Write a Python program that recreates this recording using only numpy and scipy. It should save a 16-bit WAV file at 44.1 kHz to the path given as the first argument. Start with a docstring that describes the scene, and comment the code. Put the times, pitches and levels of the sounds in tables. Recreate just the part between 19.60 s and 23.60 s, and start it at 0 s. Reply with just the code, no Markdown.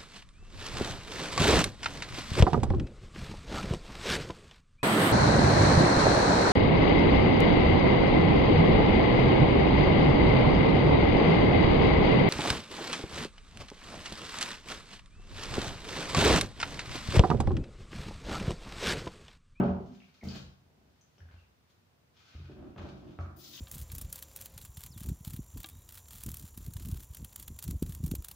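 """A bathtub booms under knocks, then rumbles as a wet cat and the hands washing it shift about.
Gloves squelch through soapy fur and squeak on the enamel, with small wet smacks and drips.
Late on, a hand shower is dragged off the rim: its ribbed hose bumps, its plastic head clunks,
and it starts to spray just before the end. The place is a small tiled bathroom, heard through
two closely spaced microphones, far enough from the tub to take in plenty of echo."""
import sys
import numpy as np
from scipy import signal
from scipy.fft import rfft, irfft
from scipy.io import wavfile

SR = 44100
rng = np.random.default_rng(int(sys.argv[2]) if len(sys.argv) > 2 else 0)


def unload_audio(sound):
    """Save the sound as a 16-bit wav file, at the path given as the first command line argument."""
    columns = np.transpose(np.atleast_2d(sound))
    # keep every value between -1 and 1, then stretch to whole-number steps
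    steps = np.round(np.clip(columns, -1, 1) * 32767)
    wavfile.write(sys.argv[1], SR, steps.astype(np.int16))


N = 176400
LEAD_S = .1  # lets the first knock land just before time zero
T = np.arange(N + round(LEAD_S * SR)) / SR - LEAD_S


def amp(db):
    """Decibels to gain."""
    return 10 ** (np.asarray(db) / 20)


def unit(x):
    """Scales to an rms of one."""
    return x / np.sqrt(np.mean(x ** 2) + 1e-20)


def read(points, hz):
    """Reads a table over log frequency."""
    f, value = np.transpose(points)
    return np.interp(np.log(hz + 1), np.log(f + 1), value)


def curve(points, column=1):
    """Reads one column of a table over time."""
    return np.interp(T, np.transpose(points)[0], np.transpose(points)[column])


def ring(x, response):
    """Convolves every channel with a response."""
    return signal.fftconvolve(np.atleast_2d(x), np.atleast_2d(response), axes=1)[:, :len(T)]


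def colour(x, spectrum):
    """Minimum-phase filter of unit energy with the given spectrum."""
    log_gain = np.log(amp(read(spectrum, np.fft.rfftfreq(8192, 1 / SR))))
    mirrored = np.r_[log_gain, log_gain[-2:0:-1]]
    response = np.fft.ifft(np.exp(np.conj(signal.hilbert(mirrored)))).real[:4096]
    return ring(x, response / np.linalg.norm(response))


def dull(x, hz):
    """Rolls off the treble above hz."""
    return signal.lfilter(*signal.butter(2, min(hz, SR / 2 - 100), fs=SR), x + 1e-18)


def pan(x, left_db):
    """Favours the left microphone by left_db."""
    return x * amp([[left_db / 2], [-left_db / 2]])


def grains(per_s, spread_db):
    """Random clicks of uneven size, rms one."""
    size = amp(spread_db * np.minimum(rng.exponential(1, len(T)), 4))
    return unit(size * rng.choice([-1, 1], len(T)) * (rng.random(len(T)) < per_s / SR))


def gesture(start, length, rise_s, fall_s):
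    """Attack, hold and release."""
    return np.clip((T - start) / rise_s, 0, 1) * np.exp(-np.clip((T - start - length) / fall_s, 0, 20))


def clumps(depth_db=3.5, clump_s=0.012):
    """A gain that jumps about as tufts of fur catch and let go."""
    return amp(depth_db * unit(dull(rng.standard_normal(len(T)), hz=.5 / clump_s)))


# Likeness of the room sound at the two microphones: frequency_hz, correlation
MIC_LIKENESS = [(100, 0.67), (200, 0.86), (330, 0.18), (700, -0.03), (1400, -0.17), (16000, -0.066)]
def diffuse(size):
    """Noise as two close microphones hear it: alike in the bass, unrelated in the treble."""
    a, b = rfft(rng.standard_normal((2, size)))
    same = np.clip(read(MIC_LIKENESS, np.fft.rfftfreq(size, 1 / SR)), -1, 1)
    mid, side = a * np.sqrt((1 + same) / 2), b * np.sqrt((1 - same) / 2)
    return irfft([mid + side, mid - side], size)


# Echo of the small tiled bathroom: frequency_hz, t60_s
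TILE_DECAY = [(80, 1), (250, 0.43), (1000, 0.6), (3000, 0.46), (6000, 0.47), (15000, 0.41)]
def room(x, direct_db):
    """Direct sound plus the dense echo of the tiles; a higher direct_db sounds closer."""
    hz, t, bands = signal.stft(diffuse(size=SR), SR, nperseg=512)
    decay = amp(-60 * t / read(TILE_DECAY, hz)[:, None])
    echo = signal.istft(bands * decay, SR, nperseg=512)[1]
    echo *= np.minimum(np.arange(echo.shape[1]) / SR / 0.0025, 1)  # builds up in 2.5 ms
    echo /= np.linalg.norm(echo[0])
    echo[:, 0] += amp(direct_db)
    return ring(x, echo / np.hypot(1, amp(direct_db)))


# The quiet all around the microphones: frequency_hz, gain_db
ROOM_TONE_COLOUR = [(25, -35.5), (50, -13), (86, -3.5), (135, -5.5), (200, -11.5), (400, -15),
                    (1000, -19.5), (2200, -24), (5500, -29.5), (8500, -36.5), (13500, -38), (15200, -32)]
def room_tone():
    """Faint, low, diffuse noise fills the bathroom."""
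    return amp(-68) * unit(colour(diffuse(size=len(T)), ROOM_TONE_COLOUR))


# Hose dragged at the rim, near centre: time_s, level_db
HOSE_DRAG = [(2.87, -72), (2.895, -57), (2.97, -53.5), (3.07, -48.5), (3.14, -66), (3.25, -48), (3.39, -57),
             (3.5, -47.5), (3.59, -67.5), (3.66, -60), (3.8, -61.5), (4, -69)]
# Its hollow tone: frequency_hz, gain_db
HOSE_SPECTRUM = [(50, 0), (150, 1), (330, 6), (450, -9), (560, -3), (900, -15), (1450, -17.5),
                 (2000, -33.5), (6000, -61)]
def hose():
    """The ribs of the hose bump over the rim."""
    bumps = grains(per_s=650, spread_db=4) * (T > HOSE_DRAG[0][0])
    rattle = colour(bumps * amp(curve(HOSE_DRAG)), HOSE_SPECTRUM)
    return pan(room(rattle, direct_db=-4), left_db=-0.5)


# Blows on the shower head, heard mostly off the tiles: start_s, level_db
HEAD_BLOWS = [(3.164, -53), (3.225, -49.5), (3.589, -36.5), (3.612, -47), (3.66, -44)]
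# Ring of its shell: pitch_hz, level_db, t60_s
HEAD_MODES = [(750, -4.5, 0.028), (1145, -8, 0.024), (1300, 1.5, 0.017), (1600, -15.5, 0.012),
              (2200, -16, .015)]
def shower_head():
    """The plastic head rattles when it is lifted and clunks as the water is let through."""
    blows = np.zeros(len(T))
    for start, db in HEAD_BLOWS:
        blows[np.searchsorted(T, start)] += amp(db)
    t = np.arange(SR // 10) / SR
    shell = sum(amp(db - 60 * t / t60) * np.sin(2 * np.pi * hz * t) for hz, db, t60 in HEAD_MODES)
    return amp(2) * room(ring(dull(blows, hz=3220), shell), direct_db=-9)


# Jet at the nozzle, toward the left microphone: time_s, level_db
JET_FLOW = [(3.745, -110), (3.765, -57), (3.79, -51), (3.83, -56.5), (3.94, -52.5), (4, -54)]
# Its fizz: frequency_hz, gain_db
JET_SPECTRUM = [(1000, -32), (5000, -9.5), (9000, -20.5), (11500, -10), (13500, -16.5), (14700, -3),
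                (15250, 0.5), (15800, 0)]
# Water landing on fur and glove, farther off: time_s, level_db, brightness_hz
LANDING = [(3.755, -100, 8240), (3.805, -48, 7040), (3.88, -53.5, 6860), (3.96, -48, 7000),
           (3.995, -47, 3000)]
# Its patter: frequency_hz, gain_db
LANDING_SPECTRUM = [(200, -12), (700, -20.5), (1800, -12.5), (2700, -9), (3700, 1.5), (4800, 1), (7000, -3),
                    (8500, -18), (16000, -31.5)]
def shower_spray():
    """The nozzle fizzes; drops patter, lower in tone as the head nears the fur."""
    jet = colour(grains(per_s=4200, spread_db=3) * amp(curve(JET_FLOW)), JET_SPECTRUM)
    drops = grains(per_s=1400, spread_db=6) * amp(curve(LANDING))
    near = np.clip((8000 - curve(LANDING, column=2)) / 5000, 0, 1)  # brightness sets a crossfade
    patter = colour((1 - near) * drops + near * 2 * dull(drops, hz=3000), LANDING_SPECTRUM)
    return pan(room(jet, direct_db=-1.5), left_db=14.5) + pan(room(patter, direct_db=-13.5), left_db=2.5)


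# Wet smacks and drips, a little left: start_s, level_db, pitch_hz
WET_POPS = [(0.403, -44.5, 2700), (0.42, -45.5, 2330), (0.687, -27.5, 4760), (1.412, -45.5, 6200),
            (1.581, -52, 3000), (1.583, -49.5, 5530), (1.605, -46.5, 1644), (1.688, -48, 1580),
            (3.862, -36, 4260), (3.937, -35, 3610), (3.978, -32, 3140), (3.988, -54, 1900)]
def smacks(rise_s=0.00027, decay_cycles=3.7):
    """Small wet cavities pop and ring for a few cycles."""
    pops = np.zeros(len(T))
    for start, db, hz in WET_POPS:
        t = np.clip(T - start, 0, .1)
        envelope = np.minimum(t / rise_s, 1) * np.exp(-t * hz / decay_cycles)
        pops += amp(db) * envelope * np.sin(2 * np.pi * hz * t)
    return pan(amp(1.5) * room(pops, direct_db=-5), left_db=2.5)


# Wet gloves and paws on the enamel, close: start_s, length_s, level_db, first_hz, last_hz
ENAMEL_RUBS = [(0.202, 0.025, -47.5, 390, 385), (0.278, 0.055, -51, 260, 242),
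               (0.336, 0.056, -58, 200, 192), (0.609, 0.018, -58.5, 2220, 2116),
               (0.628, 0.037, -63, 2150, 2100), (1.761, 0.076, -76.5, 2800, 2690)]
def squeaks(jitter_share=.045):
    """Rubber sticks and slips at an unsteady rate that sags as the glove slows."""
    rubs = np.zeros(len(T))
    for start, length, db, first_hz, last_hz in ENAMEL_RUBS:
        jitter = jitter_share * unit(dull(rng.standard_normal(len(T)), hz=200))
        hz = np.interp(T, [start, start + length], [first_hz, last_hz]) * (1 + jitter)
        tone = unit(np.sin(2 * np.pi * np.cumsum(hz) / SR))
        rubs += amp(db) * gesture(start, length, rise_s=0.004, fall_s=0.0061) * tone
    return room(rubs * clumps(), direct_db=1)


# Gloves in wet fur, just left of centre: start_s, length_s, level_db, brightness_hz
GLOVE_STROKES = [(-.02, 0.12, -60.5, 2600), (0.122, 0.53, -71.5, 5440), (0.629, 0.045, -56, 10400),
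                 (0.652, 0.11, -53, 5220), (1.046, 0.72, -81.5, 5000), (1.664, 0.056, -67.5, 1910),
                 (1.725, 0.067, -74, 3480), (2.074, 0.039, -77, 9070), (2.525, 0.16, -65, 4660),
                 (2.629, 0.14, -66.5, 4070), (2.727, 0.18, -66.5, 2850), (2.904, 0.21, -71, 1810),
                 (3.152, 0.082, -64, 2470), (3.194, 0.096, -63.5, 3600), (3.343, 0.11, -72.5, 4020),
                 (3.46, 0.05, -65, 3560), (3.581, 0.04, -70, 6040)]
# Their squelch: frequency_hz, gain_db
FUR_SPECTRUM = [(200, -14.5), (900, -12.5), (1500, -4.5), (1900, -12.5), (2400, -6.5), (3500, -6),
                (4800, -7), (6500, -9), (8500, -19.5), (13000, -17.5), (15200, 2)]
def soapy_fur():
    """Tiny films of soapy water burst under the glove."""
    crackle = np.zeros(len(T))
    for start, length, db, bright_hz in GLOVE_STROKES:
        bursts = unit(dull(grains(per_s=2000, spread_db=4), bright_hz))
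        crackle += amp(db) * gesture(start, length, rise_s=0.27 * length, fall_s=0.024) * bursts
    squelch = colour(crackle * clumps(), FUR_SPECTRUM)
    return pan(amp(6.5) * room(squelch, direct_db=-6), left_db=1.5)


# Boom of the tub, alike at both microphones: pitch_hz, level_db, t60_s
TUB_MODES = [(63.7, -9.5, 0.61), (86, 1, 0.41), (134.7, -3, 0.88), (188.45, -1, 0.42), (232.4, -8, 0.25),
             (289.7, -2, 0.16), (374.6, -5, 0.67), (414.1, -7.5, 0.45), (574, -6.5, 0.45),
             (687, -12.5, 0.76), (730, -15.5, .7), (815, -12, 0.42), (1290, -18, .36), (1540, -12.5, 0.35)]
def tub_ring():
    """The modes of the tub die away after one blow."""
    t = np.arange(SR) / SR
    return sum(amp(db - 60 * t / t60) * np.cos(2 * np.pi * hz * t) for hz, db, t60 in TUB_MODES)


# Dense upper ring of the tub wall: frequency_hz, gain_db
WALL_SPECTRUM = [(40, -39.5), (90, -10.5), (200, 7.5), (400, -4.5), (490, -3), (750, -3.5), (1000, -9),
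                 (1450, -10.5), (1850, -21), (2800, -18.5), (5000, -36), (9000, -47), (16000, -44.5)]
def tub_wall(force, direct_db):
    """The wall colours a force and sends it into the room."""
    return room(colour(force, WALL_SPECTRUM), direct_db)


# Cat and hands sliding in the tub: start_s, length_s, boom_db, wall_db, brightness_hz
TUB_SLIDES = [(0, 0.16, -47.5, -38, 790), (0.615, 0.13, -50.5, -42, 510), (0.797, 0.098, -53.5, -81, 296),
              (0.989, 0.29, -73.5, -67.5, 710), (1.615, 0.13, -60, -71, 1500), (2.729, 0.13, -50, -80, 201),
              (2.895, 0.13, -54, -68, 440), (3.153, 0.12, -49.5, -49, 1900), (3.311, 0.16, -57, -60, 350)]
def scuffs(boom_hz=125):
    """Sticking and slipping shakes the whole tub slowly and rasps on its wall."""
    shake, rasp = np.zeros((2, len(T)))
    for start, length, boom_db, wall_db, bright_hz in TUB_SLIDES:
        slips = gesture(start, length, rise_s=.022, fall_s=.018) * grains(per_s=400, spread_db=5)
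        shake += amp(boom_db) * dull(slips, boom_hz)
        rasp += amp(wall_db) * dull(slips, bright_hz)
    modes = tub_ring()
    boom = ring(dull(shake, boom_hz), modes / np.linalg.norm(modes))
    return amp(7) * boom + amp(22) * shake + amp(-0.5) * tub_wall(rasp, direct_db=-2.5)


# Knocks on the tub, straight ahead: start_s, boom_db, push_hz, contact_db, brightness_hz
TUB_KNOCKS = [(-.02, -17, 201, 4, 1566), (.036, -30.5, 400, -12.5, 1200), (.088, -24, 208, -19, 1100),
              (.652, -34.5, 180, -27, 426), (1.582, -88, 199, -39, 3000), (1.608, -45.5, 86, -53, 500),
              (1.731, -48.5, 86, -56, 400), (2.778, -39.5, 91, -32.5, 305), (2.897, -45, 273, -23.5, 487),
              (3.163, -48, 116, -26, 2200), (3.196, -41.5, 100.4, -22, 2430),
              (3.255, -58.5, 124, -21, 1200), (3.589, -30.5, 80.3, -22.5, 1980)]
def knocks(width_cycles=0.47):
    """A soft push booms in the low modes; the hard contact rings the whole wall."""
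    push, contact = np.zeros((2, len(T)))
    for start, boom_db, push_hz, contact_db, bright_hz in TUB_KNOCKS:
        cycles = (T - start) * push_hz - .5
        window = np.exp(-.5 * (cycles / width_cycles) ** 2)
        push += amp(boom_db) * 2 * window / window.sum() * np.sin(2 * np.pi * cycles)
        click = signal.unit_impulse(len(T), np.searchsorted(T, start))
        contact += amp(contact_db) * dull(click, bright_hz)
    boom = ring(push + amp(-30) * contact, tub_ring())
    return boom + pan(amp(3.5) * tub_wall(contact, direct_db=-22), left_db=-0.5)


def scene():
    """All sources over the quiet of the bathroom, as they reach the microphones."""
    mix = room_tone() + knocks() + scuffs() + hose() + soapy_fur() + squeaks() + smacks()
    return (mix + shower_head() + shower_spray())[:, -N:]


def record(dry, low_hz=47.2, edge_hz=15600):
    """The microphones lose the deep bass; the recorder cuts the highest treble."""
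    thin = signal.lfilter(*signal.butter(3, low_hz, "high", fs=SR), dry)
    band_limit = signal.firwin(511, edge_hz, window=("kaiser", 9), fs=SR)
    return signal.oaconvolve(thin, band_limit[None], "same")


dry = scene()
out = record(dry)
unload_audio(out)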